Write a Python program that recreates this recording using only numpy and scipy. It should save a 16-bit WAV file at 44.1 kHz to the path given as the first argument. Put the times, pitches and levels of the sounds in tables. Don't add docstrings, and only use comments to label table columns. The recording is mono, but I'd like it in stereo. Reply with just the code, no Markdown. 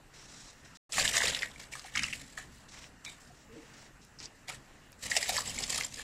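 import sys
import numpy as np
from scipy import signal
from scipy.fft import rfft, irfft, next_fast_len
from scipy.io import wavfile
from scipy.ndimage import uniform_filter1d, map_coordinates

SR = 44100
rng = np.random.default_rng(int(sys.argv[2]) if len(sys.argv) > 2 else 0)


def amplitude_ratio(level_db):
    exponent = np.asarray(level_db, float) / 20
    return 10 ** exponent


def store_wav(level_fs):
    pcm = np.round(np.clip(np.atleast_2d(level_fs), -1, 1) * 32767)
    wavfile.write(sys.argv[1], SR, pcm.T.astype(np.int16))


N = 265923

# f/Hz, level/dB per Hz
SURFACE_HISS = [(250, -54), (500, 12), (1300, -5), (3000, 3.5), (8000, 0.5), (12000, -6), (15500, -9.5)]


def falling_grains():
    unevenness = amplitude_ratio(0.8 * wobble(30) + 3.2 * wobble(150))
    spurts, fizzing, plopping, finest = flow() * unevenness
    mids = patter(count=7000, hz=2600, spread=0.32, cycles=3.5, spiky_db=1.8, size=260)
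    fizz = patter(count=11000, hz=5600, spread=0.27, cycles=6, spiky_db=2.8, size=180)
    plop = patter(count=2500, hz=750, spread=0.42, cycles=1.6, spiky_db=0.9, size=500)
    fine = patter(count=3000, hz=7500, spread=0.03, cycles=12, spiky_db=2, size=220)
    hiss = patchy(rush(SURFACE_HISS), depth_db=2.0)
    bright = amplitude_ratio(-5.0) * fizz + amplitude_ratio(1.02) * hiss
    return amplitude_ratio(-5.0) * spurts * mids + fizzing * bright + plopping * plop + amplitude_ratio(-17.0) * finest * fine


# start t/s, hold t/s, patter level/dB, fizz level/dB re patter
FIRST_POUR = [
    (0.936, 0.048, -36, -2),
    (0.981, 0.021, -25, -5),
    (1.041, 0.045, -32, -3),
    (1.141, 0.04, -27, -7.5),
    (1.201, 0.065, -29.5, -6.5),
    (1.292, 0.069, -33.5, -7),
    (1.417, 0.034, -39.5, -10),
]
STRAY_RICE = [
    (1.5, 0.11, -59, -7),
    (1.597, 0.017, -48.5, -6.5),
    (1.719, 0.082, -51.5, -1.5),
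    (1.839, 0.052, -50, -5.5),
    (2.375, 0.0041, -43, -8),
    (2.5, 0.12, -64.5, -1),
    (3.049, 0.037, -46, -5),
    (3.2, 0.082, -67, 4.5),
    (4.482, 0.014, -39, -8),
]
SECOND_POUR = [(5.03, 0.036, -45.5, 3), (5.106, 0.0089, -43.5, 8), (5.154, 0.015, -37, 2),
               (5.215, 0.043, -36.5, -1.5), (5.284, .11, -39, 3.5), (5.464, 0.04, -39, -2.5),
               (5.535, .03, -46, 0), (5.574, 0.075, -41.5, -2), (5.695, 0.054, -42.5, 4.5),
               (5.78, 0.068, -42.5, 1.5), (5.93, 0.015, -48, 1.5), (5.975, 0.026, -43, -3)]
FLICKED_RICE = [
    (1.951, 0.08, -36, -12),
    (2.03, 0.07, -40.5, -10),
    (2.12, 0.036, -51.5, 1.5),
    (2.2, 0.16, -58.5, -2),
]
# rise/dB per s, fall/dB per s, plop level/dB re patter, finest bubbles level/dB re fizz
POURS = [
    (774, 275, -12.5, -0.5),
    (2500, 197, -9.5, -5),
    (700, 308, -6.5, -0.5),
    (1190, 163, -43, 6),
]


def flow():
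    layers = []
    for rows, (rise, fall, plop_db, fine_db) in zip([FIRST_POUR, STRAY_RICE, SECOND_POUR, FLICKED_RICE], POURS):
        s, hold, db, fizz_db = np.transpose(rows)
        spurts = swells(s, hold, db, rise, fall)
        bright = swells(s, hold, db + fizz_db, rise, fall)
        layers.append([spurts, bright, amplitude_ratio(plop_db) * spurts, amplitude_ratio(fine_db) * bright])
    return np.sum(layers, axis=0)


# t/s, peak level/dB, bubble f/Hz, spray level/dB re bubble
FIRST_SPLASH = [(0.9213, -22, 3500, -0.5), (0.9811, -11, 2010, -18), (1.017, -23, 2900, 2),
                (1.0357, -20, 1840, -25), (1.051, -27, 3580, -9), (1.068, -39, 1910, 8),
                (1.0773, -3.5, 3340, -18), (1.1423, -17, 3300, -46), (1.1677, -14, 1650, 0),
                (1.2033, -33, 1940, -5), (1.2191, -8.5, 1800, -29), (1.2354, -12, 3200, -19),
                (1.2534, -15, 2730, -35), (1.28, -24, 1860, 5.5), (1.3074, -12, 3460, -34),
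                (1.3478, -4.5, 3680, -18), (1.3902, -16, 3050, -10.5), (1.4214, -10, 2500, -17),
                (1.4306, -10.5, 1850, -19)]
STRAY_SPLASH = [(1.599, -30, 1550, -5), (1.6135, -39, 2680, -1), (1.632, -33.5, 1530, -5),
                (1.7272, -27.5, 2200, -14), (1.753, -22, 1510, -19), (1.794, -32.5, 1480, 0),
                (1.8422, -34, 2060, -9), (1.953, -12, 2340, -12.5), (1.9584, -10.5, 1860, -12.5),
                (1.972, -9.5, 2270, -19), (1.976, -11, 2580, -15), (1.9927, -6, 2680, -19),
                (2.0334, -12, 1930, -6.5), (2.1318, -16.5, 2490, -19), (2.376, -19.5, 1600, -15.5),
                (3.049, -31, 3720, -0.5), (4.4833, -27.5, 2050, -7), (4.9276, -39, 1600, -7.5)]
SECOND_SPLASH = [(5.026, -39, 4030, 7), (5.0797, -24, 2570, -28), (5.1142, -14.5, 2080, -6.5),
                 (5.153, -17, 2100, -14), (5.1655, -4.5, 2500, -5.5), (5.171, -19, 1990, 7.5),
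                 (5.2272, -14.5, 2180, -3.5), (5.258, -16.5, 2080, -25), (5.2923, -14.5, 2160, -5.5),
                 (5.3496, -19, 2190, -23), (5.366, -15, 2120, -6), (5.38, -16, 1880, -8),
                 (5.406, -40, 2680, 6), (5.4756, -34.5, 1900, 6.5), (5.5862, -24, 2180, -1.5),
                 (5.628, -22, 4100, -3), (5.6363, -17, 3300, -2.5), (5.7024, -30.5, 2060, 3),
                 (5.758, -23, 2300, -18), (5.785, -18.5, 3500, -15), (5.8093, -14.5, 1860, -13),
                 (5.8341, -26, 1940, 1), (5.8446, -39, 2770, 8), (5.9209, -43, 1920, -3),
                 (5.9417, -30, 4230, 2.5), (5.9953, -24, 1600, -14)]
# t/s, peak level/dB, f/Hz
PLOPS = [(0.981, -23.5, 770), (1.008, -27.5, 547), (1.021, -34, 550), (0.981, -21.5, 1190),
         (1.959, -33, 1350), (1.972, -30, 1370), (2.035, -25, 1350), (5.174, -29, 530), (5.319, -32, 700),
         (1.144, -29, 1100), (1.166, -26, 617), (1.238, -20.5, 485), (1.301, -57, 620), (1.846, -40, 766),
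         (4.503, -30, 1340), (5.165, -23, 703), (5.227, -33, 820), (5.293, -25.5, 727), (5.34, -32.5, 630),
         (5.383, -21, 1140), (5.785, -26.5, 1240)]
SPRAY_HZ, SPRAY_VARIES = 5300, 0.08
PAN_DB, PAN_VARIES_DB = [-2.5, -8, -6], 3.5


def splashes():
    groups = [FIRST_SPLASH, STRAY_SPLASH, SECOND_SPLASH]
    s, db, hz, spray_db = np.vstack(groups).T
    chance = rng.standard_normal((len(s), 2))
    spray_hz = SPRAY_HZ * np.exp(SPRAY_VARIES * chance[:, 0])
    group_pan = np.repeat(PAN_DB, [len(rows) for rows in groups])
    pan_db = group_pan + PAN_VARIES_DB * chance[:, 1]
    body = clump(s, hz, db - 7, pan_db + 3, 0.28, 1.57, 0.00451, count=6, size=300)
    spray = clump(s, spray_hz, db + spray_db - 4, pan_db + 5, 0.42, 2, 0.007, count=24, size=130)
    crack = clump(s, 1.96 * hz, db - 18.5, pan_db + 7, 0.26, 0.61, 0.0027, count=3, size=60)
    s, db, hz = np.transpose(PLOPS)
    plops = clump(s, hz, db + 4.0, 0 * s, 0.018, 2.0, 0.00836, count=3, size=900)
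    return body + spray + crack + plops


# t/s, peak level/dB, f/Hz, left-right level/dB
PINGS = [(0.9267, -24.5, 7600, -9), (0.9527, -33, 7380, -5.5), (0.9842, -28, 7100, -5.0),
         (0.9991, -27, 7500, -7), (1.0074, -19, 7450, -8.0), (1.0184, -20, 7410, -6.5),
         (1.05, -16, 7740, -7.0), (1.1323, -34, 7990, -2.0), (1.1677, -5, 6730, 1),
         (1.2331, -24, 6910, -7.5), (1.2424, -19, 7020, -5.0), (1.28, -28, 7300, -6.0),
         (5.1103, -31, 7150, -3.0), (5.1532, -29, 6960, -2), (5.3173, -28, 7110, -5.5),
         (5.3552, -31, 6800, -5.0), (5.3667, -23, 7560, -9.0), (5.4056, -21, 7680, -12),
         (5.456, -38, 7600, -8), (5.4755, -25, 7500, -14), (5.4956, -27, 7560, -8.0),
         (5.5423, -30, 7750, -6), (5.5872, -24, 7450, -18), (5.6141, -39, 7300, -7.0),
         (5.6264, -34, 7600, -9.0), (5.6326, -27, 7430, -8.5), (5.6665, -31, 7520, -8.5),
         (5.6765, -30, 7260, -8.5), (5.6944, -26, 7160, -11.5), (5.7024, -19, 7430, -16),
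         (5.7304, -33, 7940, -6.0), (5.7573, -27, 7460, -9), (5.786, -30, 7860, -7.5),
         (5.8072, -34, 7280, -6.5), (5.8341, -26, 7100, -11.0), (5.8473, -20.5, 7260, -11)]
# t/s, peak level/dB, f/Hz, left-right level/dB
DROPS = [(0.9864, -19, 1860, -7), (1.0534, -14, 3610, -6.5), (1.088, -23, 5700, -4.5),
         (1.1228, -28, 1960, -3.5), (1.1423, -22, 3560, 1), (1.2042, -15.5, 1765, -9),
         (1.255, -15.5, 2500, -7), (1.2714, -17, 3550, -8), (1.2844, -19, 4240, -7),
         (1.3344, -19, 3570, -9), (1.3644, -27, 1890, -3.5), (1.4344, -18, 1850, -2.0),
         (1.515, -39, 3550, -2.5), (1.5594, -35, 2170, 3), (1.6696, -44, 1630, 0), (1.735, -26, 2300, 1),
         (1.8824, -38, 1870, -3), (2.0404, -15.5, 2620, -8), (2.1274, -22, 2600, -9),
         (2.1354, -32, 2630, -10), (2.3844, -37, 1720, -4.0), (4.1874, -37, 5260, -14.5),
         (4.1904, -37, 4820, -13.0), (4.1954, -42, 5810, -10.5), (4.2023, -37, 4860, -16.0),
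         (4.2018, -30.5, 5000, -12.5), (4.242, -37, 5040, -10.0), (4.2567, -36, 5670, -17.0),
         (4.2567, -33, 4710, -9.5), (4.4902, -29, 2170, 2), (5.1174, -20.5, 1870, -12),
         (5.2275, -15, 4660, -7.0), (5.3194, -31, 1870, -3.0), (5.3787, -17, 4500, -10),
         (5.3874, -25, 1105, -5.0), (5.4954, -25, 5100, -4.0), (5.5064, -29, 2700, -2.0),
         (5.5797, -20.5, 2200, -3.5), (5.7304, -24, 2010, -7), (5.7493, -23, 2370, -4.0)]


def drops():
    s, db, hz, pan_db = np.transpose(PINGS)
    pings = clump(s, hz, db - 12, pan_db - 5, 0.012, 11, 0.005, count=3, size=200)
    s, db, hz, pan_db = np.transpose(DROPS)
    plops = clump(s, hz, db - 1.5, pan_db - 1.5, 0.046, 2.8, 0.00315, count=2, size=300)
    return pings + plops


# t/s, peak level/dB, f/Hz
TICKS = [(2.69, -39, 5000), (2.775, -39, 2500), (2.842, -30, 3000), (3.0485, -38, 7000), (4.05, -35, 7900),
         (4.2135, -23, 3470), (1.482, -36, 9000), (1.736, -27, 7000), (1.754, -23.5, 6000),
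         (1.7955, -30, 5000), (4.492, -26, 8000), (3.049, -35, 12000), (4.4825, -38, 9000),
         (4.92, -32, 9000), (5.2925, -11, 10000), (5.505, -23, 4000), (5.668, -25, 5000),
         (5.679, -30, 5000), (5.7575, -23, 9500)]


def ticks():
    s, db, hz = np.transpose(TICKS)
    return clump(s, hz, db, 0 * s, 0.1, 0.6, 0.0006, count=2, size=60)


# t/s, level/dB
RIM = (3.062, -49)
# f/Hz, level/dB, time to fade 60 dB t/s
RINGS = [
    (2300, 5.5, 0.19),
    (2410, -1, 0.15),
    (3720, 5.5, 0.21),
]


def rim():
    start, level_db = RIM
    t = np.clip(np.arange(N) / SR - start, 0, None)
    out = np.zeros(N)
    for hz, db, t60 in RINGS:
        fade = amplitude_ratio(level_db + db - 60 * t / min(t60, 0.3)) * (t > 0)
        out += fade * np.sin(2 * np.pi * hz * t + 2 * wobble(220))
    return out


# start t/s, hold t/s, level/dB, dull part level/dB re bright
RUSTLE = [(0.14, 0.12, -54, 1), (0.286, 0.22, -52, -2), (0.65, 0.006, -54, 3.5), (0.53, 0.22, -66, 2),
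          (0.752, 0.026, -52, -6), (2.686, 0.029, -54, -3), (2.722, .13, -52, 5), (3.347, 0.076, -63, 1),
          (3.526, 0.18, -62, 6.5), (3.737, 0.12, -58, 3), (4.017, 0.033, -59.5, -5),
          (4.203, 0.053, -58.5, 12), (4.65, 0.21, -68.5, 7.5)]
STROKE = (2500, 330)
# f/Hz, level/dB per Hz
SLIDE = [(1650, -45), (2800, -12), (3950, 2), (4420, -2), (5650, 4), (6370, -1), (7810, -1), (9370, -11),
         (15000, -37)]
# start t/s, hold t/s, level/dB
FLICKS = [
    (4.192, 0.028, -52),
    (4.228, 0.033, -46),
]
FLICK_SLOPES = (4000, 2000)
# f/Hz, level/dB per Hz
BRUSH = [(2500, -45), (3600, -5), (4300, 1), (5800, -2), (7800, -4), (9000, -16), (15000, -46)]


def rustle():
    s, hold, db, dull_db = np.transpose(RUSTLE)
    dull_hiss = rush([(700, -8), (1300, -12.5), (2000, -6), (3200, -9.0), (5000, -33)])
    bright = swells(s, hold, db, *STROKE) * patchy(rush(SLIDE), depth_db=0.8)
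    dull = swells(s, hold, db + dull_db - 5.5, *STROKE) * dull_hiss
    brush = swells(*np.transpose(FLICKS), *FLICK_SLOPES) * rush(BRUSH)
    return amplitude_ratio(1.5 * wobble(120)) * (bright + brush + dull)


# t/s, f/Hz, level/dB, time to fade 60 dB t/s
BOWL = [
    (3.488, 455, -41.5, 0.37),
    (3.548, 570, -40, 0.14),
    (3.55, 710, -49, 0.12),
    (3.51, 230, -44.5, 0.19),
    (3.553, 313, -36.5, 0.19),
    (3.545, 465, -38, 0.26),
    (3.3, 715, -28, 0.04),
]


def bowl():
    t = np.arange(N) / SR
    out = np.zeros(N)
    for s, hz, db, t60 in BOWL:
        after = np.clip(t - s, 0, None)
        fade = amplitude_ratio(db - 60 * after / t60 - 2.5 + 3.2 * wobble(50))
        swell = 1 - np.exp(-after / 0.02)
        out += fade * swell * np.sin(2 * np.pi * hz * t + 1.1 * wobble(60))
    return out


# f/Hz, level/dB per Hz
KITCHEN = [(12, -45.5), (20, 0.5), (70, -5), (93, -63), (133, 0.5), (176, -22), (268, -10), (335, -10.5),
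           (496, -10), (674, -10.5), (1150, -13), (1550, -13), (1850, -11.5), (2300, -19.5), (2800, -15),
           (3220, -22), (6500, -24), (7600, -20.5), (8600, -27.5), (14100, -35), (15800, -33)]
KITCHEN_DB, HUM_DB = -57, -63
# start t/s, hold t/s, level/dB
SLOSH = [
    (0.961, 0.4, -49),
    (1.586, 0.03, -59),
    (1.963, 0.15, -51.5),
    (3.063, 0.017, -55.5),
    (4.207, 0.015, -55),
    (4.52, 0.017, -54.5),
    (5.047, 0.6, -54),
    (5.553, 0.15, -48.5),
    (5.753, 0.34, -56.5),
]
SLOSH_SLOPES = (550, 80)


def kitchen():
    low = rush([(18, -6.5), (40, 0.5), (150, -2.0), (280, -3), (500, -37.0), (900, -120)])
    shake = np.hypot(amplitude_ratio(HUM_DB), swells(*np.transpose(SLOSH), *SLOSH_SLOPES))
    drift = amplitude_ratio(0.7 * wobble(4))
    hiss = amplitude_ratio(KITCHEN_DB) * drift * patchy(rush(KITCHEN), depth_db=1.64)
    return hiss + shake * amplitude_ratio(2.3 * wobble(13)) * low


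# f/Hz, time to fade 60 dB t/s
WALLS = [(300, 0.26), (2000, 0.17), (10000, 0.0043)]


def room(x):
    out, step = np.zeros((2, N + SR)), SR // 4
    for start in range(0, N, step):
        hz, t, z = signal.stft(rng.standard_normal((2, SR // 3)), SR, nperseg=256)
        fade_db = -60 * t / along(WALLS, hz)[:, None] - 1.7 * (hz[:, None] < 1150)
        tail = signal.istft(z * amplitude_ratio(fade_db), SR, nperseg=256)[1]
        tail = tail / np.linalg.norm(tail[0])
        part = signal.fftconvolve(x[:, start:start + step], tail, axes=1)
        out[:, start:start + part.shape[1]] += part
    return out[:, :N]


def clump(s, hz, db, pan_db, spread, cycles, lasts, count, size):
    u, g = rng.random((len(s), count, 3)), rng.standard_normal((len(s), count))
    late = (np.arange(count) + u[..., 0]) / count
    swell = np.exp(-2.6 * late) + 0.12
    gain = swell[..., None] * amplitude_ratio(db[:, None, None] + pan_db[:, None, None] * [0.5, -0.5])
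    pitch = np.clip(hz[:, None] * np.exp(spread * g * np.sqrt(late)), 200, SR / 3)
    times = s[:, None] + lasts * (late - late[:, :1]) + 0.0005
    phase = u[..., 1:].reshape(-1, 2)
    return bubbles(times.ravel(), pitch.ravel(), gain.reshape(-1, 2), cycles, phase, size)


def patter(count, hz, spread, cycles, spiky_db, size):
    u, g = rng.random((count, 4)), rng.standard_normal((count, 3))
    gain = amplitude_ratio(-spiky_db * np.log(u[:, [1]] + 0.015) + 3.3 * g[:, 1:])
    pitch = np.clip(hz * np.exp(spread * g[:, 0]), 200, SR / 3)
    return unit(bubbles(u[:, 0] * N / SR, pitch, gain, cycles, u[:, 2:], size))


def bubbles(s, hz, gain, cycles, phase, size):
    turns = hz[:, None] * np.arange(size) / SR
    life = turns / cycles
    envelope = life * np.exp(1 - life - 0.29 * life ** 2)
    ring = envelope * np.exp(2j * np.pi * turns * (1 + 0.011 * life))
    first = np.clip(s * SR, 0, N - 1).astype(int)
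    at = (first[:, None] + np.arange(size)).ravel()
    path = phase[:, [0]] + 0.5 * (phase[:, [1]] - 0.5) * [0, 1]
    seen = gain * np.exp(2j * np.pi * path)
    return np.array([np.bincount(at, (ring * seen[:, [c]]).real.ravel(), N + size)[:N] for c in (0, 1)])


def swells(start, hold, db, rise, fall):
    t = np.arange(N) / SR
    power = np.zeros(N)
    for s, h, d in zip(start, hold, db):
        before, after = np.clip(s - t, 0, 1), np.clip(t - s - h, 0, 1)
        power += amplitude_ratio(2 * (d - rise * before - fall * after))
    return np.sqrt(power)


# f/Hz, likeness (1 same, 0 unrelated, below 0 opposed)
ALIKE = [(60, 0.98), (180, 1), (550, -0.27), (1650, 0.13), (4970, -0.31), (15000, -0.18)]


def rush(spectrum):
    def response(hz):
        turn = np.arccos(np.clip(along(ALIKE, hz), -1, 1)) / 2
        return amplitude_ratio(along(spectrum, hz)) * [np.cos(turn), np.sin(turn)]
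    mid, side = filtered(rng.standard_normal((2, N)), response)
    return unit(np.array([mid + side, mid - side]))


def patchy(x, depth_db):
    z = signal.stft(x, nperseg=512)[2]
    field = uniform_filter1d(rng.standard_normal(z.shape[1:]), size=9, axis=0)
    field = uniform_filter1d(field, size=10, axis=1)
    return unit(signal.istft(z * amplitude_ratio(depth_db * unit(field)), nperseg=512)[1][:, :N])


def wobble(rate):
    return map_coordinates(rng.standard_normal(int(N * rate / SR) + 4), [np.arange(N) * rate / SR])


def unit(x):
    return x / np.sqrt(np.mean(x ** 2) + 1e-20)


def along(points, hz):
    f, v = np.transpose(points)
    return np.interp(np.log(hz + 1), np.log(f + 1), v)


def filtered(x, response):
    m = 2 * next_fast_len(N // 2 + SR // 4)
    return irfft(rfft(x, m) * response(np.fft.rfftfreq(m, 1 / SR)), m)[..., :N]


def causal(gain):
    c = irfft(np.log(gain + 1e-6))
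    half = len(c) // 2 - 1
    c = c * np.r_[1, 2 * np.ones(half), 1, np.zeros(half)]
    return np.exp(rfft(c))


# f/Hz, level/dB per Hz
POT = [(180, -60), (300, -41), (397, -12), (509, -14), (968, -5), (1120, -1.5), (1510, -8), (1870, 2),
       (2790, -0.5), (3630, -3), (3940, 1.5), (6360, 1), (7500, 9.5), (14500, -7.5), (15500, -24)]
LEFT_LAG = 26 / 44100
LAG_FROM_HZ, LAG_FULL_HZ = 320, 1900
# f/Hz, left-right level/dB
PORTS = [(60, -0.5), (130, 1.5), (290, -2), (640, -2.5), (1410, -4.5), (3100, -4), (6820, -8), (8300, -5.5),
         (9800, 4.5), (15000, 1.5)]


def scene():
    sides = np.array([[0.5], [-0.5]])

    def pot(hz):
        colour = causal(amplitude_ratio(0.5 * along(POT, hz) - 0.5))
        share = np.clip((hz - LAG_FROM_HZ) / (LAG_FULL_HZ - LAG_FROM_HZ), 0, 1)
        return colour * np.exp(-2j * np.pi * hz * LEFT_LAG * sides * share)

    def ports(hz):
        return amplitude_ratio(along(PORTS, hz) * sides)

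    water = filtered(falling_grains() + splashes() + drops(), pot) + rim() + ticks()
    echo = amplitude_ratio(-11.5) * room(water)
    return filtered(water + echo + rustle() + kitchen(), ports) + bowl() * amplitude_ratio([[-1.5], [1.5]])


# f/Hz, share of the neighbours' level
SPARSE = [(300, .1), (1500, .3), (2600, .6), (7000, .55), (9500, .76), (12000, .88), (14500, .92)]
EDGE_HZ, EDGE_STEP_HZ = 15000, 270


def thinned(x):
    frame = dict(window="cosine", nperseg=2048, noverlap=1024)
    hz, t, z = signal.stft(np.pad(x, ((0, 0), (640, 0))), SR, **frame)
    size = np.abs(z).mean(axis=0)
    near = uniform_filter1d(size, size=9, axis=0)
    wide = uniform_filter1d(size, size=51, axis=0)
    mood = rng.standard_normal(len(t))
    edge = EDGE_HZ + EDGE_STEP_HZ * np.repeat(rng.integers(0, 4, len(t)), 3)[:len(t)]
    strong = near > along(SPARSE, hz)[:, None] * amplitude_ratio(0.5 * mood) * wide
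    kept = strong & (hz[:, None] < edge)
    return signal.istft(z * kept, SR, **frame)[1][:, 640:N + 640]


def band_limit(x):
    return signal.sosfilt(signal.butter(12, 16440, fs=SR, output="sos"), x)


# start t/s, end t/s
DROPOUT = (0.7726, .893)


def record(dry):
    t = np.arange(N) / SR
    gate = np.clip(np.maximum(DROPOUT[0] - t, t - DROPOUT[1]) / 0.00088, 0, 1)
    narrow = filtered(dry, lambda hz: amplitude_ratio(along([(15600, 0), (15900, -6), (16200, -50)], hz)))
    return band_limit(thinned(narrow) * gate)


dry = scene()
out = record(dry)
store_wav(out)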